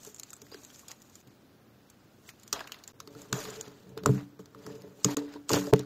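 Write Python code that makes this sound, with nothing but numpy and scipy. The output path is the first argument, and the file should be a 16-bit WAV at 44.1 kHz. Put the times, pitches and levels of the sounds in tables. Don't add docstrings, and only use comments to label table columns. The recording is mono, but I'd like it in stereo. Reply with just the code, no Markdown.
import sys
import numpy as np
from scipy import signal
from scipy.fft import rfft, irfft, next_fast_len
from scipy.io import wavfile
from scipy.ndimage import uniform_filter1d, map_coordinates

SR = 44100
rng = np.random.default_rng(int(sys.argv[2]) if len(sys.argv) > 2 else 0)


def attenuation_scalar(level_db):
    decades = np.asarray(level_db, float) / 20
    return 10 ** decades


def output_pcm(signal):
    pcm = np.clip(np.atleast_2d(signal).T, -1, 1) * 32767
    wavfile.write(sys.argv[1], SR, np.round(pcm).astype(np.int16))


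N = 257984

# frequency in Hz, density in dB per Hz.
ROOM_TONE = [(15, -72), (25, -34), (120, -5), (157, -12), (223, -7), (344, -12), (796, -22), (988, -24.5),
             (1480, -23.5), (1940, -30), (5140, -34), (8360, -41), (11300, -38), (16000, -36)]

# peak time in seconds, level in dB, rise and fall in seconds
# per 20 dB, brightness in dB.
RUBS = [(0.074, -58, 0.2, 0.08, 8), (0.2, -58, 0.03, 0.01, 7.5), (0.312, -65.5, 0.37, 0.7, -10.5),
        (0.522, -53.5, -0.07, 0.14, -20), (0.626, -63.5, -0.5, 0.4, -3), (0.81, -65, 1, 0.1, 9),
        (0.915, -52, 0.06, 0.04, -0.5), (1.025, -64, 0, -0.32, 13), (1.19, -68, 1.1, 0.56, 5.5),
        (1.272, -71, .035, 0.5, -1.5), (1.87, -77, 5, -1.5, -12), (1.903, -69.5, 0.15, 0.18, -5.5),
        (2.14, -75, .45, -0.14, -9), (2.295, -54.5, 0.06, 0.03, 4), (2.485, -68, 0.8, 0.6, 0)]
FALLOUT = [
    (2.538, -42, -0.0067, 0.11, -8),
    (2.61, -50.5, 0.0134, 0.02, -20),
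    (2.649, -58, 0.01, 0.02, -10),
    (2.735, -58.5, 0.15, 0.2, -7),
    (2.879, -60, -0.27, 0.08, 2.5),
]
SHOWERS = [(3.008, -55, -0.02, -0.1, 1), (3.228, -58.5, 0.2179, 0.14, 2.5), (3.339, -45, -0.02, 0.3, 2),
           (3.409, -50, 0.07, 0.4, -3.5), (3.51, -56, .05, .1, 3), (3.56, -57, 0.2, .03, -5),
           (3.68, -57.5, 0.4, -0.46, -5), (3.895, -70, .01, .02, 2), (3.985, -52, -0.08, 0.03, -13.5),
           (4.05, -72, -1, -0.2, 1.5), (4.072, -52.5, -0.24, 0.16, 4.5), (4.2, -56, 0.19, 0.0759, -19),
           (4.395, -64, -0.02, 0.07, 3), (4.462, -70.5, -0.13, 0, 5), (4.678, -58.5, 0.18, 0.33, -1),
           (5.054, -47.5, -0.0634, 4, -3), (5.1, -55.5, 0.16, 7.5, 4.5), (5.18, -46.5, -3, 0.05, -2.5),
           (5.359, -59, 1.2, 0.07, -8.5), (5.401, -69.5, -6, 0, 0), (5.498, -40.5, .004, 0.22, 3),
           (5.54, -33, 0.03, 0.08, -1), (5.63, -60, 0.2, 4, 4), (5.75, -66, 13, -6, -22.5),
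           (5.801, -47, 0.4, .09, -8)]
# frequency in Hz, gain in dB.
FIZZ_COLOUR = [(4000, -38), (5800, -4.5), (7500, -8.5), (9300, -10), (11000, -10), (12000, -3),
               (15400, -9.5), (15900, -69)]
# frequency in Hz, gain in dB.
GRIT_COLOUR = [(1500, -20), (2400, 2), (3600, 1.5), (5000, 0.5), (6500, -22)]
# frequency in Hz, gain in dB.
RUB_COLOUR = [(250, -9), (600, -2.5), (1200, -2), (2000, -2.5), (3500, -36.5)]
DULL_PER_BRIGHT = -0.231
FINGER_DULL_DB, STICK_DULL_DB = -3, 0.4
SHOT_ENDS = [
    1.222,
    2.926,
    5.157,
    5.72,
    9,
]

# start in seconds,
# peak in dB, pitch in Hz, decay t60 in seconds, left re right in dB.
CHIPS = [(.0735, -54, 6860, 0.014, -2), (.1455, -44, 7240, .006, 1), (.154, -52, 7000, .008, 0),
         (0.1987, -37, 4100, 0.01, 0), (.2329, -41, 4510, 0.0083, 0), (0.3315, -39, 1360, 0.0168, -7),
         (.338, -41, 7530, .012, 0), (.356, -50, 7800, .008, -0.5), (.5217, -42, 4760, 0.025, -10),
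         (.531, -44, 4900, 0.032, -7.5), (0.545, -33.5, 1598, .012, -15), (.5447, -38, 4830, .01, -8),
         (.6488, -42.5, 3900, 0.0064, -2), (0.7027, -36, 3250, .006, -9.5), (0.7033, -47, 1500, 0.0072, 0),
         (.7597, -48, 5940, 0.0043, -3.5), (.833, -48.5, 1110, 0.032, -3), (0.9153, -46.5, 5770, 0.0046, 4),
         (.9165, -40.5, 2000, .008, 3), (2.592, -36, 1660, 0.023, 0), (2.6068, -34.5, 1660, .02, 0),
         (2.6425, -40.5, 1630, 0.022, 2), (2.672, -38, 1630, 0.011, -2.5), (2.695, -40.5, 1600, 0.017, 3),
         (3.327, -20.5, 3365, 0.007, 5), (3.372, -36, 1290, .02, 2), (3.453, -36, 1191, 0.039, 0),
         (4.0593, -8.5, 1240, 0.0089, 0.5), (4.07, -28, 1000, 0.026, -2), (4.093, -30, 890, 0.029, 1),
         (5.0459, -13.5, 6500, 0.0038, -10), (5.088, -30, 916, 0.044, 1), (5.361, -38, 950, 0.037, 0),
         (5.504, -25, 1020, 0.014, 0), (5.554, -22, 4273, 0.013, -4.5), (5.577, -25.5, 3400, .01, -2),
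         (5.595, -39, 6470, 0.0118, -3.5), (5.611, -41.5, 6730, 0.0084, -2),
         (5.6115, -36, 4000, 0.0087, -8), (5.675, -34, 583, 0.062, 2.5),
         (.0335, -44, 6100, 0.0035, 0), (.041, -45, 8500, .004, 5), (.1628, -45, 6300, .006, 0),
         (.171, -49, 7550, .005, 0), (.184, -46, 5900, .005, -3), (.191, -47, 7500, .005, 0),
         (.297, -50, 6500, 0.0045, 0), (.366, -44, 8100, .005, -2.5), (.4672, -43, 2060, 0.0065, -2),
         (0.517, -38, 4400, .004, -8), (.518, -43, 900, 0.007, -3), (.635, -52, 7300, 0.0045, 0),
         (.6492, -41.5, 7420, 0.0038, -4), (.749, -48, 4500, .004, 0), (0.91, -44, 6500, .004, 0),
         (2.593, -34, 4500, .004, 0), (2.607, -36, 5200, .006, -4), (2.643, -40.5, 4020, .005, 0),
         (2.695, -42, 3200, .006, 0), (2.744, -37, 3500, .005, 6), (3.358, -40, 6550, 0.0041, -5),
         (3.37, -39, 7250, 0.0043, 0), (3.39, -36.5, 6300, .006, 0), (3.505, -39, 7260, 0.0053, -2),
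         (3.56, -39, 4300, .008, 0.5), (5.493, -24, 7500, 0.0038, -4), (5.528, -24, 5000, .005, -2),
         (5.561, -24, 3270, .006, 0), (5.669, -37, 4840, .01, -8), (2.672, -34, 3000, .004, 0),
         (2.8382, -37, 4300, .005, -6), (2.8768, -36, 7400, .005, 0), (3.6105, -32, 7000, .005, -6),
         (5.535, -17, 4300, .005, -4), (5.81, -36, 5500, .006, 0), (.522, -40, 450, .03, 0),
         (.546, -38, 400, .03, 0), (5.565, -24, 560, .05, 0)]
CHIP_RISE_CYCLES = 0.36

# break time in seconds, peak in dB,
# colour in Hz, left re right in dB.
PICKS = [(0.034, -40, 7000, -17), (0.049, -30.5, 8400, -7), (0.1454, -33, 7530, -11.5),
         (0.1626, -36.5, 7270, 3.5), (0.184, -41, 6760, 3), (0.1975, -25, 8510, -8),
         (0.2333, -28.5, 7400, -4.5), (0.3044, -32.5, 7700, 2), (0.3313, -27.5, 7900, -23),
         (0.3658, -40, 7430, -15.5), (0.418, -35, 5930, 2), (0.4666, -43, 2060, -1.5),
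         (0.517, -41, 4500, -11), (0.544, -41, 4450, 1), (0.635, -38, 6840, -13), (0.6494, -40, 7250, -19),
         (0.7596, -40, 6490, -1), (0.7936, -35.5, 8050, -13.5), (0.8827, -28.5, 8100, -5.5),
         (0.9154, -31, 5700, -6.5), (1.019, -41.5, 6740, -21.5), (1.0982, -46, 7040, -15),
         (1.1548, -34.5, 7500, -9), (1.2032, -44, 7600, -9.5), (1.274, -43, 3050, -18),
         (1.9002, -39, 8100, -7), (2.2906, -28, 2330, -8), (2.3979, -44.5, 7750, 4), (2.433, -38, 7500, 5),
         (2.4777, -34, 7400, 4)]
PICK_KNOCK_DB, KNOCK_DB_PER_OCTAVE = -27.5, -1.5
# break time in seconds, peak in dB,
# colour in Hz, left re right in dB, body knock re peak in dB.
BREAK = [(2.528, -12, 5970, 8, -18.5), (2.593, -31, 2480, 11.5, -15), (2.605, -30, 3050, 2, -22),
         (2.644, -48, 4450, -4, -15), (2.674, -30, 2320, 5, -20), (2.695, -48, 2000, -7, 1),
         (2.72, -20.5, 3000, -7, -27.5), (2.743, -34.5, 2350, 10, -19), (2.788, -38.5, 3440, -17.5, -38),
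         (2.838, -33.5, 4360, -21, -48), (2.8763, -30, 7400, 4, -42)]
POKES = [(3.0021, -25.5, 4680, -2, -13.5), (3.0746, -30.5, 4370, -2, -15.5), (3.15, -43, 4660, 10, -5.5),
         (3.218, -34, 7580, -16.5, -22), (3.3278, -13.5, 6500, 10.5, -8.5), (3.611, -24.5, 6600, -9, -26),
         (3.6631, -44, 3600, -1, -18), (3.681, -37, 4020, -9.5, -22), (3.893, -44, 6400, -10, -24),
         (3.976, -25.5, 3680, -12.5, -10.5), (4.036, -28, 4630, -8, -15), (4.0596, -12.5, 7150, -0.5, -7.5),
         (4.1469, -34.5, 6860, -10, -10), (4.1792, -36, 2450, 6, -9.5), (4.21, -36.5, 2070, -8, -22),
         (4.392, -43, 4620, -13.5, -8), (4.4576, -38, 4940, -21, -16.5), (4.5475, -47.5, 4400, 10, 5),
         (4.665, -32.5, 5240, -5.5, -7), (4.82, -42.5, 5363, 10, -19)]
LEVERS = [(5.0457, -6, 6760, -3.5, -22), (5.1687, -14.5, 7400, -5, -18), (5.339, -38.5, 4276, -1.5, -9),
          (5.493, -15.5, 6570, -5, -17.5), (5.504, -25.5, 6200, -8, 1), (5.516, -19.5, 7160, 9, -16),
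          (5.5325, -11.5, 4800, 3, -22), (5.5596, -15, 4440, -8.5, -15.5), (5.669, -33, 4870, -9, -9),
          (5.7617, -21, 2300, -24, -21), (5.793, -21.5, 5940, 3, -18.5)]
PICK_T60, BREAK_T60, POKE_T60, LEVER_T60 = 0.021, 0.024, 0.015, 0.017
PICK_TEAR, BREAK_TEAR, POKE_TEAR, LEVER_TEAR = 0.33, 0.089, 0.14, 0.06
# frequency in Hz, gain in dB.
CRUST_COLOUR = [(150, -24.5), (1200, -3.5), (2500, 1), (4500, -0.5), (7500, -8), (9500, -10), (11000, -10),
                (12500, -1), (15400, -9), (16900, -45)]

# start in seconds, peak in dB, deep modes re peak in dB,
# long middle mode re peak in dB.
KNOCKS = [(0.068, -39.5, -19.5, -33), (0.417, -45, -21, -18.5), (0.537, -44.5, -16, -12.5),
          (1.266, -53.5, 3.5, -11), (2.527, -30, -33, -22), (3.072, -37, -19, -18.5), (3.15, -38, -11, -14),
          (3.325, -21, -6.5, -25.5), (3.672, -36.5, -9.5, -20.5), (3.969, -33, -21, -20.5),
          (4.033, -32.5, -21.5, -21), (4.06, -15, -2.5, -16.5), (4.089, -18.5, 3.5, -12.5),
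          (4.393, -38.5, 2.5, -22), (4.55, -44.5, 3.5, -10.5), (4.668, -34, -7.5, -13.5),
          (4.832, -39.5, -18, -16), (4.986, -43, -20.5, -18), (5.048, -19.5, -3.5, -13),
          (5.085, -22, -18, -13), (5.169, -24, -20.5, -13), (5.352, -36, -42, -12),
          (5.503, -18.5, -30.5, -13), (5.529, -24.5, -22, -4.5), (5.563, -20, -34.5, -17),
          (5.668, -32, -20, -19), (5.7267, -3.6, -4, -26.5), (5.738, -11.1, -9, -24),
          (5.795, -24, 1.5, -10)]
# peak time in seconds, upper modes in dB, rise and fall in seconds
# per 20 dB, deep modes re upper in dB.
PUSHES = [(3.21, -52.5, 0.32, .07, -3.5), (3.352, -42, 0.08, 0.35, -8), (3.48, -56, -0.7, 0.6, -3),
          (3.99, -50, 0.19, -0.43, -2), (4.102, -39, 0.07, 0.085, 16), (4.7, -49, 0.24, 0.36, -1.5),
          (4.841, -45, .04, 0.09, -15.5), (5.365, -47.5, .06, -0.05, -12), (5.19, -40.5, 2.5, 0.1, -26.5),
          (5.4, -57, 0, -0.5, 2), (5.524, -25, 0.025, 0.1, 1), (5.585, -36, .03, .06, -4),
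          (3.9, -58, .1, .08, 8), (5.69, -41.5, -0.56, 5, -3)]
# frequency in Hz, level in dB, decay t60 in seconds.
DEEP_MODES = [(130.8, 1, 0.2), (186.8, 0, 0.13)]
# frequency in Hz, level in dB, decay t60 in seconds.
MIDDLE_MODE = [(288.6, -1.5, 0.5)]
# frequency in Hz, level in dB, decay t60 in seconds.
UPPER_MODES = [(417.7, -2, 0.16), (437.7, -2.5, 0.13), (568, -9, 0.12), (888, -14, 0.066)]

# frequency in Hz, decay t60 in seconds.
ROOM_DECAY = [(300, 0.066), (2000, 0.18), (7000, 0.09), (14000, 0.12)]
# frequency in Hz, gain in dB.
LEFT_PORT = [(1000, -3.5), (2400, -0.5), (4400, 0.5), (8000, -10), (15000, -6)]
# start in seconds, end in seconds, gain in dB.
MUTES = [
    (1.215, 1.226, -10),
    (2.921, 2.933, -33),
    (2.937, 2.94, -21.5),
    (5.147, 5.165, -39.5),
    (5.713, 5.726, -41.5),
    (5.745, 5.746, -21),
    (5.746, 5.9, -6),
]
CEILING = 0.96


def unit(x):
    return x / np.sqrt(np.mean(x ** 2) + 1e-20)


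def along(points, hz):
    f, v = np.transpose(points)
    return np.interp(np.log(hz + 1), np.log(f + 1), v)


def filtered(x, response):
    m = next_fast_len(x.shape[-1] + 4096)
    return irfft(rfft(x, m) * response(np.fft.rfftfreq(m, 1 / SR)), m)[..., :x.shape[-1]]


def peak(f, centre_hz, width_hz):
    return 1j * f * width_hz / (centre_hz ** 2 - f * f + 1j * f * width_hz)


def gritty(per_second, spread_db, smooth, clump_db):
    hits = (rng.random((2, N)) < per_second / SR) * rng.standard_normal((2, N))
    sizes = attenuation_scalar(spread_db * np.minimum(rng.exponential(size=(2, N)), 2.6))
    clumps = map_coordinates(rng.standard_normal(600), [np.arange(N) * 90 / SR])
    return attenuation_scalar(clump_db * clumps) * (unit(hits * sizes) + smooth * rng.standard_normal((2, N)))


def patchy(x, depth_db):
    z = signal.stft(x, nperseg=256)[2]
    field = uniform_filter1d(rng.standard_normal(z.shape[1:]), size=4, axis=0)
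    field = uniform_filter1d(field, size=5, axis=1)
    return signal.istft(z * attenuation_scalar(depth_db * unit(field)), nperseg=256)[1][:, :N]


def swells(rows, lean):
    t = np.arange(0, N / SR, 0.002)
    s, db, rise, fall, tilt_db = np.transpose(rows)[..., None]
    away = np.where(t < s, (s - t) / np.maximum(rise, 0.004), (t - s) / np.maximum(fall, 0.004))
    same_shot = np.searchsorted(SHOT_ENDS, t) == np.searchsorted(SHOT_ENDS, s)
    power = (same_shot * attenuation_scalar(2 * (db + lean * tilt_db - 20 * away))).sum(axis=0)
    return np.interp(np.arange(N) / SR, t, np.sqrt(power))


def room_tone():
    hiss = rng.standard_normal((2, N))
    return attenuation_scalar(-57) * unit(filtered(hiss, lambda f: attenuation_scalar(along(ROOM_TONE, f)) * (f < 15800)))


def crumbs():
    gestures = RUBS + FALLOUT + SHOWERS
    fizz_gain, grit_gain = swells(gestures, 1), swells(gestures, 0)
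    rub_gain = attenuation_scalar(FINGER_DULL_DB) * swells(RUBS, 0)
    rub_gain += attenuation_scalar(STICK_DULL_DB) * swells(FALLOUT + SHOWERS, DULL_PER_BRIGHT)
    fall = patchy(gritty(per_second=1800, spread_db=3.0, smooth=1.1, clump_db=1.5), depth_db=2.0)
    drag = patchy(gritty(per_second=900, spread_db=2, smooth=1.0, clump_db=1.6), depth_db=2.4)
    fizz = unit(filtered(fall, lambda f: attenuation_scalar(along(FIZZ_COLOUR, f))))
    grit = unit(filtered(fall, lambda f: attenuation_scalar(along(GRIT_COLOUR, f))))
    dull = unit(filtered(drag, lambda f: attenuation_scalar(along(RUB_COLOUR, f))))
    rub = dull + 0.9 * dull[::-1]
    return attenuation_scalar(-3.5) * fizz_gain * fizz + attenuation_scalar(1.0) * grit_gain * grit + attenuation_scalar(1.0) * rub_gain * rub


def snaps():
    t = np.arange(4096) / SR - 0.003
    out = np.zeros((2, N + 4096))
    picks = [row + (PICK_KNOCK_DB + KNOCK_DB_PER_OCTAVE * np.log2(row[2] / 7000),) for row in PICKS]
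    kinds = [(picks, PICK_T60, PICK_TEAR), (BREAK, BREAK_T60, BREAK_TEAR),
             (POKES, POKE_T60, POKE_TEAR), (LEVERS, LEVER_T60, LEVER_TEAR)]
    for rows, t60, lead in kinds:
        for s, db, hz, pan_db, knock_db in rows:
            noise = rng.standard_normal((3, len(t)))
            tear = np.where(t < 0, lead * np.exp(t / 0.0015), 1)
            crack = 0.45 * np.exp(-np.abs(t) / 0.00013)
            shape = tear * (attenuation_scalar(-60 * np.abs(t) / max(t60, 0.002)) + crack)
            burst = (noise[0] + 2.1 * noise[1:]) * shape

            def flake_response(f):
                bright = attenuation_scalar(-0.25 * (db + 20.5) * (f > 9500))
                return attenuation_scalar(along(CRUST_COLOUR, f)) * (0.34 + peak(f, hz, 0.34 * hz)) * bright

            flake = filtered(burst, flake_response)
            knock = filtered(noise[0] * shape ** 1.06, lambda f: peak(f, 1244, 900) ** 3)
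            flake *= attenuation_scalar(db - 2.0 + np.array([[0.65 * pan_db], [0]])) / np.abs(flake).max()
            knock *= attenuation_scalar(db + knock_db + 5.5) / np.abs(knock).max()
            out[:, round((s + t[0]) * SR):][:, :len(t)] += flake + knock
    return out[:, :N]


def chips():
    t = np.arange(4096) / SR
    out = np.zeros((2, N + 4096))
    for s, db, hz, t60, pan_db in CHIPS:
        onset = 1 - np.exp(-t * hz / CHIP_RISE_CYCLES)
        tone = attenuation_scalar(-60 * t / max(t60, 0.002)) * onset * np.sin(2 * np.pi * hz * t)
        level = attenuation_scalar(db + np.array([[pan_db], [0]]))
        out[:, round(s * SR):][:, :len(t)] += level * tone / np.abs(tone).max()
    return out[:, :N]


def ring(modes, t, scatter_db):
    return sum(attenuation_scalar(db + scatter_db * rng.normal() - 60 * t / t60) * np.sin(2 * np.pi * hz * t)
               for hz, db, t60 in modes)


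def table():
    t = np.arange(SR // 2) / SR
    out = np.zeros(N + SR)
    for s, db, deep_db, middle_db in KNOCKS:
        tone = attenuation_scalar(-6.0) * ring(UPPER_MODES, t, scatter_db=3.0)
        tone += attenuation_scalar(deep_db - 1.5) * ring(DEEP_MODES, t, scatter_db=4.0)
        tone += attenuation_scalar(middle_db + 8.5) * ring(MIDDLE_MODE, t, scatter_db=1.5)
        thud = unit(filtered(rng.standard_normal(len(t)), lambda f: peak(f, 347.4, 377) ** 2))
        tone += attenuation_scalar(-7.0 - 60 * t / 0.053) * thud
        out[round(s * SR):][:len(t)] += attenuation_scalar(db) * tone * (1 - np.exp(-t / 0.0036))
    for lean, modes in ((0.92, DEEP_MODES), (0, UPPER_MODES)):
        body = ring(modes, t, scatter_db=4.5)
        unevenness = unit(gritty(per_second=300, spread_db=1.0, smooth=1.0, clump_db=3.0)[0])
        force = swells(PUSHES, lean) * unevenness
        out[:N] += attenuation_scalar(1.5) * signal.fftconvolve(force, body / np.linalg.norm(body))[:N]
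    return out[:N]


def room(x):
    hz, t, z = signal.stft(rng.standard_normal((2, SR // 2)), SR, nperseg=256)
    tail = signal.istft(z * attenuation_scalar(-60 * t / along(ROOM_DECAY, hz)[:, None]), SR, nperseg=256)[1]
    delayed = np.pad(x, ((0, 0), (120, 0)))
    return signal.fftconvolve(delayed, tail / np.linalg.norm(tail[0]), axes=1)[:, :N]


def ports(x):
    def response(f):
        late = np.exp(-2j * np.pi * f * 0.00016)
        return np.array([late * attenuation_scalar(along(LEFT_PORT, f)), 1 + 3.66 * peak(f, 6915, 1090)])

    return filtered(x, response)


def scene():
    cracks, board = snaps() + chips(), table()
    lump = cracks + crumbs() + attenuation_scalar(-16.0) * room(cracks)
    air = attenuation_scalar(-17.5) * room(np.array([board, board])) + room_tone()
    held = patchy(np.array([np.roll(board, 6), board]), depth_db=1.3)
    held[:1] = patchy(held[:1], depth_db=0.8)
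    held = filtered(held, lambda f: (1j * f / (55 + 1j * f)) ** 3)
    return ports(lump) + held + air


def thin_treble(x, keep, hole_share):
    hz, t, z = signal.stft(x, SR, nperseg=1024)
    power = np.abs(z) ** 2
    treble = power[:, hz > 2500].sum((0, 1))
    sudden = treble > 2.2 * uniform_filter1d(treble, size=7)
    starved = 1 + 8 * uniform_filter1d(sudden * 1., size=5)
    band = np.abs(uniform_filter1d(power, size=16, axis=1))
    weak = (power < keep * band) & (hz[:, None] > 2500)
    luck = uniform_filter1d(rng.standard_normal((len(hz) // 10 + 1, len(t))), size=3, axis=1)
    luck = np.repeat(unit(luck), 10, axis=0)[:len(hz)]
    risk_points = [(2500, 0.16), (7500, 0.31), (9000, 1.7), (11000, 2.8), (12500, 0.3)]
    risk = hole_share * along(risk_points, hz)[:, None]
    holes = (luck < np.log(risk * starved + 1e-9) / 1.7) & (hz[:, None] > 2000)
    top = hz[:, None] > 15700
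    return signal.istft(z * (sudden | ~(weak | holes | top)), SR, nperseg=1024)[1][:, :N]


def top_cut(x):
    return signal.sosfilt(signal.butter(12, 16810, fs=SR, output="sos"), x)


def record(dry):
    t = np.arange(N) / SR
    gate = np.ones(N)
    for start, end, db in MUTES:
        gate[(t > start) & (t < end)] = attenuation_scalar(db)
    since = t - 5.7367
    glitch = attenuation_scalar(-5.0) * (since > 0) * np.exp(-np.abs(since) / 0.000278)
    x = dry * uniform_filter1d(gate, size=31) + glitch
    mix = np.clip(thin_treble(x, keep=0.48, hole_share=0.25), -CEILING, CEILING)
    return top_cut(mix)


dry = scene()
out = record(dry)
output_pcm(out)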